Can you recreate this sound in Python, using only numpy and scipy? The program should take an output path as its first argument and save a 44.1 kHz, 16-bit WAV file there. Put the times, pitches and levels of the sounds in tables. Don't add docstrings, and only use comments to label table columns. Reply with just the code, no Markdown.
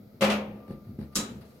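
import sys
import numpy as np
from scipy import signal
from scipy.io import wavfile
from scipy.ndimage import uniform_filter1d

SR = 44100
rng = np.random.default_rng(int(sys.argv[2]) if len(sys.argv) > 2 else 0)


def digitize_waveform(pressure):
    field = np.atleast_2d(pressure).T
    bounded = np.clip(field, -1, 1)
    quanta = np.round(bounded * 32767).astype(np.int16)
    wavfile.write(sys.argv[1], SR, quanta)


def rack_gain(trim_db):
    fader = np.asarray(trim_db, float)
    return 10 ** (fader / 20)


N = 70560
T = np.arange(N) / SR

# (frequency [Hz], left-right likeness [0-1])
WASH_LIKENESS = [(60, 0.69), (180, 0.99), (550, 0.72), (1650, 0.048), (5000, 0.027), (15000, 0.72)]


def read(points, hz):
    f, value = np.transpose(points)
    return np.interp(np.log(hz + 1), np.log(f + 1), value)


def unit(x):
    return x / np.sqrt(np.mean(x ** 2) + 1e-20)


def noise(colour, likeness, length, life=2400.0):
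    # (frequency [Hz], t60 [s])
    shop_t60 = [(100, 0.41), (500, 1), (1100, 0.45), (2500, 0.43), (5000, 0.23), (10000, 0.2),
                (16000, 0.19)]
    # (frequency [Hz], left minus right [dB])
    lean = [(60, 3.5), (180, 0), (550, 3), (1650, 4.5), (4500, -0.5), (8000, -0.5), (15000, 2.5)]
    echo_db, echo_life = -20, 2.29
    echo_t60 = echo_life
    hop = 128
    hz = np.fft.rfftfreq(512, 1 / SR)
    a, b, c, d = rng.standard_normal((length // hop + 5, 257, 4)).T
    shared = np.clip(read(likeness, hz), -1, 1)[:, None]
    left = a + 1j * b
    right = shared * left + np.sqrt(1 - shared ** 2) * (c + 1j * d)
    z = np.array([left, right]) * rack_gain(read(colour, hz))[:, None]
    z *= rack_gain(np.array([[.5], [-.5]]) * read(lean, hz))[:, :, None]
    fall_db = -60 * np.arange(a.shape[1]) * hop / SR / (life * read(shop_t60, hz))[:, None]
    z *= np.hypot(rack_gain(fall_db), rack_gain(echo_db + fall_db / echo_t60))
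    return unit(signal.istft(z, nperseg=512, noverlap=512 - hop)[1][:, :length])


def ring(modes, spread, life=1.):
    t = T[:30000, None]
    hz, db, t60 = np.transpose(modes)
    shift = spread * rng.standard_normal((2, 1, len(hz))) * np.minimum(hz / 1500, 1)
    decay = rack_gain(db - 60 * t / np.minimum(t60 * life, 1.))
    x = (decay * np.sin(2 * np.pi * hz * t + shift)).sum(2)
    return x / np.abs(x[:, :800]).max()


def tail(colour, life, rise_ms):
    x = noise(colour, WASH_LIKENESS, 24000, life)
    rise = 1 - np.exp(-T[:24000] * 1000 / rise_ms)
    return x / np.std(x[:, :600]) * rise


def push(s, db, contact_ms):
    u = (T - s) * 1000 / max(contact_ms, .05)
    force = np.where((u > 0) & (u < 1), np.sin(np.pi * np.clip(u, 0, 1)) ** 2, 0)
    return rack_gain(db) * force / (force.sum() + 1e-9)


def strike(force, body):
    return signal.fftconvolve(force[None], body, axes=1)[:, :N]


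def panels(soft):
    panel_hz = [76, 127, 144, 193, 209, 224, 275, 318, 382, 436, 488, 537, 549, 581]
    # (level under a hard blow [dB], level under a soft push [dB], t60 [s])
    panel_rows = [(-8, -0.5, 0.58), (-16, -29, 0.77), (-20, -8, 0.59), (-13, -13.5, 0.73), (1, -6.5, 0.6),
                  (1, -8.5, 0.4), (-20, -4, 0.54), (-27.5, -3.5, 0.21), (-9, -18, 0.55), (-7, -10.5, 0.23),
                  (-3.5, -31, 1), (6, -12.5, 0.49), (0, -25, 0.41), (0.5, -12, 0.49)]
    # (frequency [Hz], level [dB], t60 [s])
    thud = [(221.4, 17.5, 0.035), (361, 9, 0.027)]
    thin_hz, thin_t60 = 500, .3
    modes = []
    for hz, (blow_db, push_db, t60) in zip(panel_hz, panel_rows):
        if hz > thin_hz:
            t60 = min(t60, thin_t60)
        modes.append((hz, push_db if soft else blow_db, t60))
    if soft:
        modes = modes + list(thud)
    return ring(modes, 0.19) * rack_gain(np.array([[.9], [-.9]]))


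def frame():
    # (time [s], force [dB], contact [ms], jingle [dB])
    blows = [
        (.209, -26.5, 0.11, -35.5),
        (.218, -21.5, 0.14, -32.5),
        (0.223, -15.5, 0.54, -35.5),
        (.243, -24, 0.12, -38.5),
        (0.265, -28, 0.38, -39.5),
        (.285, -22.5, 0.92, -65),
        (.299, -23.5, 0.13, -40),
        (.311, -28, 0.32, -35.5),
        (0.329, -39.5, 0.95, -59),
        (0.347, -63, 0.078, -46),
    ]
    # (frequency [Hz], level [dB], t60 [s])
    frame_modes = [(634, -7, .45), (834, -11, .45), (1033, -11, .4), (1172, -9, .25), (1268, -7, .3),
                   (2020, -10, .4), (2358, -12, .35), (2616, -9, .4), (2946, -12, .4)]
    # (frequency [Hz], level [dB per Hz])
    crash = [(60, -48), (200, -24), (500, -20), (750, -18), (1250, -13), (1600, -19), (2600, -13),
             (6000, -23)]
    # (frequency [Hz], level [dB per Hz])
    jingle = [(3000, -1.5), (6000, 0.5), (8500, -13), (11000, -2), (16000, -7)]
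    cabinet_db, frame_db, crash_db = 2.1, -2, -3
    body = rack_gain(cabinet_db) * panels(soft=False) + rack_gain(frame_db) * ring(frame_modes, 1.0, 0.35)
    out = strike(push(.2985, -24.5, .1), ring(frame_modes[5:], 0.31, 0.53))
    for s, db, contact_ms, jingle_db in blows:
        force = push(s, db, contact_ms)
        out = out + strike(force, body)
        out = out + strike(force, rack_gain(crash_db) * tail(crash, 0.85, 0.94))
        out = out + strike(push(s, jingle_db, 0.083), tail(jingle, 1.0, 6.4))
    return out


def bumps():
    # (time [s], force [dB], contact [ms], rasp [dB])
    pushes = [(0.074, -53, 1.1, -19), (0.143, -35, 2.25, -25.5), (.515, -71, 0.96, -24),
              (0.556, -35.5, 2.2, -51), (.684, -33, 1.6, -20.5), (.694, -32, 1.3, -30),
              (0.705, -24, 1.05, -36), (0.7101, -26.5, 2.2, -28), (0.717, -27.5, 2.5, -25.5),
              (0.7309, -31.5, 3.4, -49), (0.752, -35, 1.6, -33), (.842, -52, 4.4, -8.5),
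              (0.869, -39, 2.2, -20.5), (0.897, -40.5, 2.5, -23), (.987, -19, 2.4, -35),
              (1.0001, -22.5, 2.5, -29), (1.01, -50, 2.3, -26.5), (1.02, -43, 3.2, -7.5),
              (1.122, -52.5, 1.1, -0.5), (1.163, -31, 0.93, -13), (1.189, -24, 0.61, -11),
              (1.226, -34, 0.61, -15), (1.3, -29.5, 5.1, -22), (1.357, -38.5, 0.51, -35),
              (1.408, -40.5, 1.5, -8.5), (1.45, -46, 1.3, -14), (1.499, -45.5, 3.4, -11.5),
              (1.55, -54, 2.7, -5)]
    # (time [s], level [dB])
    drag_points = [(0, -50), (.19, -67), (.5, -46.5), (.6, -58.5), (.82, -57.5), (.9, -40), (1.1, -80),
                   (1.3, -45), (1.6, -68.5)]
    # (frequency [Hz], level [dB per Hz])
    rasp = [(300, -16.5), (700, -10), (2200, -17), (3200, -22), (4500, -12.5), (7000, -36), (10000, -14.5),
            (16000, -13.5)]
    # (time [s], force [dB])
    ticks = [
        (0.559, -63),
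        (0.679, -51.5),
        (.707, -47.5),
        (0.726, -64),
        (0.989, -50.5),
        (1.004, -62),
        (1.012, -49.5),
        (1.407, -68),
        (1.449, -60),
    ]
    drag_db = np.interp(T, *np.transpose(drag_points))
    rumble = unit(uniform_filter1d(rng.standard_normal(N), size=90))
    force = rumble * rack_gain(drag_db - 32) + sum(push(s, db, contact_ms) for s, db, contact_ms, _ in pushes)
    out = -strike(force, panels(soft=True))
    rasps = [tail(rasp, 0.51, 6.3) for _ in range(3)]
    for k, (s, db, _, rasp_db) in enumerate(pushes):
        out = out + strike(push(s, db + rasp_db, 0.11), rasps[k % 3])
    scrape = rack_gain(drag_db - 36) * noise(rasp, WASH_LIKENESS, N)
    tick_body = tail([(800, 13.5), (5000, -4.5), (14000, 10.0)], 0.083, 0.85)
    return out + scrape + strike(sum(push(s, db, 0.15) for s, db in ticks), tick_body)


def clamp():
    # (time [s], force [dB])
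    snaps = [
        (1.15, -45.5),
        (1.1547, -22.5),
        (1.16, -24.5),
        (1.169, -47),
    ]
    # (frequency [Hz], level [dB], t60 [s])
    clamp_modes = [(1256, -27, .3), (3919, -12, .14), (5335, -16, .11), (5744, -9, .2), (6500, -5, .08),
                   (7024, -9, .2), (3300, -19, .18), (7845, -6, .12), (9152, -9, .14), (10870, -8, .09)]
    # (frequency [Hz], level [dB per Hz])
    chink = [(200, -29), (400, -5), (697, -35), (865, -17), (1230, -11.5), (2150, -16), (7060, -2),
             (16000, -16.5)]
    clamp_db, room_db, chink_db = 4.5, 8.5, -2.5
    body = rack_gain(clamp_db) * ring(clamp_modes, 1.58, 0.99)[:, :24000]
    room = tail([(500, 6), (16000, -22)], 1.0, 2.3)
    room = room / np.linalg.norm(room[0])
    body = body + rack_gain(room_db) * signal.fftconvolve(body, room, axes=1)[:, :24000]
    out = 0
    for s, db in snaps:
        out = out + strike(push(s, db, 0.078), body + rack_gain(chink_db) * tail(chink, 1.0, 0.21))
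    return out


def lid():
    # (time [s], force [dB], contact [ms])
    jolts = [
        (.306, -32, 0.93),
        (.35, -36, 2.5),
        (0.524, -36, 5.5),
        (1.1592, -30.5, 2.3),
        (1.1696, -26.5, 1.24),
        (1.1851, -25, 2),
        (1.203, -28, 1.3),
        (1.2261, -41, 2.1),
    ]
    # (frequency [Hz], level [dB], t60 [s])
    lid_modes = [(205.6, -3.5, .3), (227, -1.5, 0.36), (284, -2.5, 0.22), (535, -3, 0.23)]
    # (frequency [Hz], level [dB per Hz])
    brush = [(1500, -12), (4000, 0), (8000, -5), (12000, -5), (16000, -18)]
    # (time [s], level [dB])
    sleeve = [(1.0, -102), (1.05, -73), (1.12, -88), (1.43, -90), (1.455, -69), (1.6, -72)]
    boom = strike(sum(push(*jolt) for jolt in jolts), ring(lid_modes, 0.26))
    return boom + rack_gain(np.interp(T, *np.transpose(sleeve))) * noise(brush, WASH_LIKENESS, N)


def bench():
    # (time [s], force [dB])
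    shudders = [
        (.216, -53),
        (0.704, -44),
        (0.728, -56),
        (.99, -57),
    ]
    # (frequency [Hz], level [dB], t60 [s])
    bench_modes = [(52, 0, 0.44), (75.5, 2, .35)]
    return strike(sum(push(s, db, 5.6) for s, db in shudders), ring(bench_modes, 0.26))


def bar():
    # (time [s], level [dB])
    rub = [(.45, -86), (.54, -67), (.62, -61.5), (.70, -60), (.83, -68), (.93, -75), (.97, -82),
           (1.09, -73), (1.13, -60), (1.22, -76)]
    bar_hz, waver_hz, flutter_db = 1189, 2.5, 2.2
    drift = uniform_filter1d(rng.standard_normal((2, N)), size=250)
    drift = unit(uniform_filter1d(drift, size=250))
    tone = np.sin(2 * np.pi * np.cumsum(bar_hz + waver_hz * drift[0]) / SR)
    level = rack_gain(np.interp(T, *np.transpose(rub)) + flutter_db * drift[1])
    return np.sqrt(2) * level * tone * rack_gain(np.array([[1.5], [-1.5]]))


def shop(x):
    wet_db = -12
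    room = tail([(20, 2), (1000, -13.0), (16000, -14.5)], 0.27, 9.5)
    return x + rack_gain(wet_db) * strike(x.mean(0), room / np.linalg.norm(room[0]))


def hum_and_hiss():
    # (frequency [Hz], level [dB per Hz])
    hum = [(15, -48), (25, -52), (205, 1), (296, -15), (544, -9.5), (1070, -34), (1170, -32.5), (1300, -19),
           (1600, -40), (2080, -76), (3520, -120)]
    # (frequency [Hz], level [dB per Hz])
    hiss = [(820, -19), (1400, -4.5), (1760, -11), (2070, -1.5), (2820, -12.5), (4520, -6), (8450, -22),
            (13200, -7), (16300, -14.5)]
    # (frequency [Hz], left-right likeness [0-1])
    likeness = [(60, 0.42), (240, 1), (950, 0.1), (3770, 0.017), (15000, 1)]
    hum_db, hiss_db = -56.5, -69
    return rack_gain(hum_db) * noise(hum, likeness, N) + rack_gain(hiss_db) * noise(hiss, likeness, N)


def scene():
    radiate_hz = 100.3
    no_bass = signal.butter(3, radiate_hz, "high", fs=SR, output="sos")
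    cabinet = signal.sosfilt(no_bass, frame() + bumps())
    return shop(cabinet) + clamp() + lid() + bench() + bar() + hum_and_hiss()


def low_pass(x):
    return signal.sosfilt(signal.butter(12, 16470, fs=SR, output="sos"), x)


def record(dry):
    edge_hz = 16150
    edge = signal.firwin(255, edge_hz, window=("kaiser", 8), fs=SR)
    mix = signal.oaconvolve(dry, edge[None], "same")
    return low_pass(mix)


dry = scene()
out = record(dry)
digitize_waveform(out)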